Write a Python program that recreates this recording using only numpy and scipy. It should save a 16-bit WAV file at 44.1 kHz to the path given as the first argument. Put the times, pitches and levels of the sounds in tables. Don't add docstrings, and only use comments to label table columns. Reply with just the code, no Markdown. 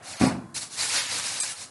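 import sys
import numpy as np
from scipy import signal
from scipy.fft import rfft, irfft, dct, next_fast_len
from scipy.io import wavfile
from scipy.ndimage import uniform_filter1d

SR = 44100
rng = np.random.default_rng(int(sys.argv[2]) if len(sys.argv) > 2 else 0)


def undo_db(level):
    steps = np.asarray(level, float) / 20
    return 10 ** steps


def to_wav(sig):
    pcm = np.clip(np.atleast_2d(sig), -1, 1) * 32767
    pcm = np.round(pcm).astype(np.int16)
    wavfile.write(sys.argv[1], SR, pcm.T)


N = 74970


def unit(x):
    return x / np.sqrt(np.mean(x ** 2) + 1e-20)


def filtered(x, points):
    m = next_fast_len(N + SR // 4)
    hz, db = np.transpose(points)
    gain_db = np.interp(np.log(np.fft.rfftfreq(m, 1 / SR) + 1), np.log(hz + 1), db)
    return irfft(rfft(x, m) * undo_db(gain_db), m)[..., :N]


def rush(spectrum, patchy_db):
    z = signal.stft(rng.standard_normal(N + 512), nperseg=256)[2]
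    field = uniform_filter1d(rng.standard_normal(z.shape), size=4, axis=0)
    field = uniform_filter1d(field, size=5, axis=1)
    noise = signal.istft(z * undo_db(patchy_db * unit(field)), nperseg=256)[1][:N]
    return unit(filtered(noise, [(20, -120)] + list(spectrum) + [(20000, -120)]))


def room_tone():
    # freq_hz, density_db [dB per Hz]
    tone_spectrum = [(40, -32), (100, -15), (330, -13), (1050, -14), (1600, -14.5), (2200, -27),
                     (5000, -46), (11000, -42)]
    whine = undo_db(-71) * np.sin(2 * np.pi * 3370 * np.arange(N) / SR)
    return undo_db(-54) * rush(tone_spectrum, patchy_db=1.0) + whine


def room(x):
    # freq_hz, t60_s
    decay = [(100, 0.84), (1000, 0.41), (8000, 0.32)]
    hz, t, z = signal.stft(rng.standard_normal(SR // 2), SR, nperseg=256)
    f, t60 = np.transpose(decay)
    t60 = np.interp(np.log(hz + 1), np.log(f), t60)[:, None]
    tail = signal.istft(z * undo_db(-60 * t / t60), SR, nperseg=256)[1]
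    return signal.fftconvolve(np.pad(x, (300, 0)), tail / np.linalg.norm(tail))[:N]


def strokes():
    # peak_s, level_db, rise_s, hold_s, dig [0-1, deep digs are duller]
    hand_strokes = [(0.11, -38.5, 0.088, 0.023, 0.46), (0.182, -40, 0.038, .03, 1),
                    (0.215, -32, 0.026, 0.052, 0.7), (.546, -39, 0.0041, 0.0086, 0),
                    (0.567, -31.5, 0.023, 0.0084, 0.05), (0.62, -34.5, 0.014, 0.0073, 0),
                    (0.738, -40, 0.044, 0.025, 0), (0.804, -27, 0.04, 0.054, 0.57),
                    (0.887, -31.5, 0.023, 0.01, 0), (0.956, -24, 0.079, 0.032, 0.79),
                    (1.023, -32, 0.058, 0.039, 0.9), (1.111, -33, 0.06, .03, 1),
                    (1.139, -29.5, 0.067, 0.062, 0.73), (1.261, -29, 0.057, 0.01, 0.59),
                    (1.301, -33, 0.04, 0.085, 0.58), (1.41, -29, 0.01, 0.022, .1),
                    (1.462, -34.5, 0.05, 0.056, 0.24), (1.616, -38.5, 0.072, .012, 0.1)]
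    rise_shape, release_t60_s = 0.72, 0.19
    t = np.arange(N) / SR
    peak, db, rise, hold, dig = np.transpose(hand_strokes)[:, :, None]
    swell = np.clip(1 - (peak - t) / rise, 0, 1) ** rise_shape
    since_hold = np.clip(t - peak - hold, 0, None)
    power = (swell * undo_db(db - 60 * since_hold / release_t60_s)) ** 2
    dig = np.clip(dig, 0, 1)
    return np.sqrt((power * (1 - dig)).sum(0)), np.sqrt((power * dig).sum(0))


def landing():
    # start_s, level_db
    contacts = [
        (0.202, -33),
        (.2115, -16.5),
        (.221, -11.5),
        (.237, -15.5),
        (.256, -21.5),
        (.275, -31.5),
        (.294, -25.5),
        (.316, -26.5),
        (.345, -35.5),
        (0.386, -38),
    ]
    # pitch_hz, level_db, t60_s
    walls = [(35, -13, .15), (96.9, -11.5, 0.22), (135.6, -10, 0.26), (176.3, -12, 0.3),
             (190.4, -3.5, 0.24), (247, 7.5, 0.088), (311, -13, 0.156), (333.5, -24, 0.82),
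             (441, -21, 0.13), (603, -12, 0.062), (684, -7, 0.056), (749, -6, 0.07), (888, -22, 0.093),
             (1157.5, -18.5, 0.19)]
    # freq_hz, density_db [dB per Hz]
    flap = [(200, -27), (400, -4), (750, -3), (1100, -10.5), (2400, -13.5), (3200, -28), (6000, -40)]
    attack_s, flap_db, flap_t60_s, detune = 0.0018, -26, 0.24, 0.022
    t = np.arange(SR) / SR
    ringing, slap_power = np.zeros(N + SR), np.zeros(N + SR)
    for s, db in contacts:
        ring = np.zeros(SR)
        for hz, level, t60 in walls:
            decay = undo_db(level + rng.normal(0, 1) - 60 * t / t60)
            ring += decay * np.sin(2 * np.pi * hz * (1 + detune * rng.normal()) * t)
        start = round(s * SR)
        ringing[start:][:SR] += undo_db(db) * ring * (1 - np.exp(-t / attack_s))
        slap_power[start:][:SR] += undo_db(db - contacts[1][1] - 60 * t / flap_t60_s) ** 2
    return ringing[:N] + undo_db(flap_db) * np.sqrt(slap_power[:N]) * rush(flap, patchy_db=3.0)


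def settling():
    # start_s, level_db
    flap_ticks = [
        (.36, -46),
        (.425, -47),
        (.47, -48),
        (.497, -48),
    ]
    pitch_hz, length_s = 1040, .009
    t = np.arange(N) / SR
    out = np.zeros(N)
    for s, db in flap_ticks:
        out += undo_db(db) * np.exp(-((t - s) / length_s) ** 2) * np.sin(2 * np.pi * pitch_hz * (t - s))
    return out


def sliding():
    # freq_hz, density_db [dB per Hz]
    drag_spectrum = [(60, -21), (95, -3), (200, -13), (450, -14), (760, -1), (950, -12.5), (1500, -11),
                     (3000, -19)]
    start_s, end_s, level_db = -.01, .215, -45.5
    t = np.arange(N) / SR
    drag = np.clip((t - start_s) / .03, 0, 1) * np.clip((end_s - t) / 0.0067, 0, 1)
    return undo_db(level_db) * drag * rush(drag_spectrum, patchy_db=1.0)


def shaken_walls():
    # freq_hz, density_db [dB per Hz]
    rumble = [(18, -70), (30, -40), (96, 0.5), (318, -11.5), (362, -33), (455, -24.5), (900, -15.5),
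              (1170, -10), (1980, -120)]
    level_db, follows = -53.5, 0.51
    motion = unit(np.hypot(*strokes()) ** follows)
    return undo_db(level_db) * motion * rush(rumble, patchy_db=1.5)


def box():
    return landing() + settling() + shaken_walls() + sliding()


def ticks(per_s, centre_hz, life_cycles, count, size):
    spread, scatter_db = 0.6145, 4
    u, g = rng.random((count, 2)), rng.standard_normal(count)
    live = np.arange(count) < per_s * N / SR
    hz = np.clip(centre_hz * np.exp(spread * g), 700, 11500)[:, None]
    k = np.arange(size)
    cycles = hz * k / SR
    level = (live * undo_db(-scatter_db * np.log(u[:, 1] + .01)))[:, None]
    envelope = cycles / life_cycles * np.exp(-2 * cycles / life_cycles) * (1 - k / size)
    grain = level * np.sin(2 * np.pi * cycles) * envelope
    where = (u[:, :1] * N).astype(int) + k
    return unit(np.bincount(where.ravel(), grain.ravel())[:N])


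def squeaks():
    # peak_s, pitch_hz, level_db, length_s
    rubs = [
        (1.403, 8150, -20, .006),
        (1.409, 8400, -22, .004),
        (.986, 2150, -28, .014),
        (.964, 4700, -30, .012),
        (1.268, 5000, -33, .008),
        (.806, 4080, -33, .02),
        (.83, 2250, -34, .014),
    ]
    t = np.arange(N) / SR
    out = np.zeros(N)
    for s, hz, db, length in rubs:
        waver = np.cumsum(rng.standard_normal(N)) * .02
        out += undo_db(db) * np.exp(-((t - s) / length * 2) ** 2) * np.sin(2 * np.pi * hz * t + waver)
    return out


def foam():
    # freq_hz, density_db [dB per Hz]
    light_rub = [(180, -45), (300, 2), (367, -11), (708, -2), (894, 2), (1060, -2.5), (10500, -1),
                 (11400, -11), (12500, -66), (16200, -92), (22000, -120)]
    # freq_hz, density_db [dB per Hz]
    deep_rub = [(180, -24), (300, -12), (373, -24), (494, -9.5), (719, -12), (2250, -3.5), (10200, -20),
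                (11400, -17), (12500, -55), (16200, -96), (22000, -120)]
    light, deep = strokes()
    grains = undo_db(-6) * ticks(per_s=3500, centre_hz=4753, life_cycles=4.03, count=8000, size=400)
    grains += undo_db(-10) * ticks(per_s=300, centre_hz=3000, life_cycles=45, count=800, size=1500)
    hiss = light * rush(light_rub, patchy_db=1.93) + deep * rush(deep_rub, patchy_db=1.63)
    return undo_db(-3) * (hiss + np.hypot(light, deep) * grains + squeaks())


def scene():
    rustle, thud = foam(), box()
    foam_wet_db, box_wet_db = -11, -12
    wet = room(undo_db(foam_wet_db) * rustle + undo_db(box_wet_db) * thud)
    return (rustle + thud + wet + room_tone())[None]


def thinned(x):
    # centre_s, kept_share [0-1], favour_db [high lines, dB per octave], leak_db [the rest]
    moments = [
        (.145, .18, 1, -18),
        (.187, .1, 1.5, -35),
        (.271, .18, 4, -20),
        (.996, .18, 1.5, -16),
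        (1.08, .2, 2, -14),
        (1.421, .13, 2, -30),
        (1.553, .17, 1, -16),
    ]
    length_s, fade_s = .012, .006
    out, t, line = x.copy(), np.arange(-512, 512) / SR, np.arange(1024)
    inside = np.clip((length_s / 2 - np.abs(t)) / fade_s + 1, 0, 1)
    for s, kept, favour_db, leak_db in moments:
        where = slice(round(s * SR) - 512, round(s * SR) + 512)
        z = dct(x[where], norm="ortho")
        rank = np.abs(z) * undo_db(favour_db * np.log2(line + 8))
        survives = (rank > np.quantile(rank[:490], 1 - kept)) | (line > 490)
        thin = dct(z * np.where(survives, 1, undo_db(leak_db)), type=3, norm="ortho")
        out[where] += inside * (thin * 1.2 - x[where])
    return out


def roll_off(x):
    return signal.sosfilt(signal.butter(12, 12670, fs=SR, output="sos"), x)


def record(dry):
    # freq_hz, gain_db
    mic = [(20, -24), (60, -5.5), (100, -1.5), (2700, -2), (3250, -3.5), (4000, 4), (11000, 5),
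           (11700, -11), (12600, -45)]
    hiss = undo_db(-66) * rng.standard_normal(N)
    mix = filtered(thinned(dry[0] + hiss)[None], mic)
    return roll_off(mix)


dry = scene()
out = record(dry)
to_wav(out)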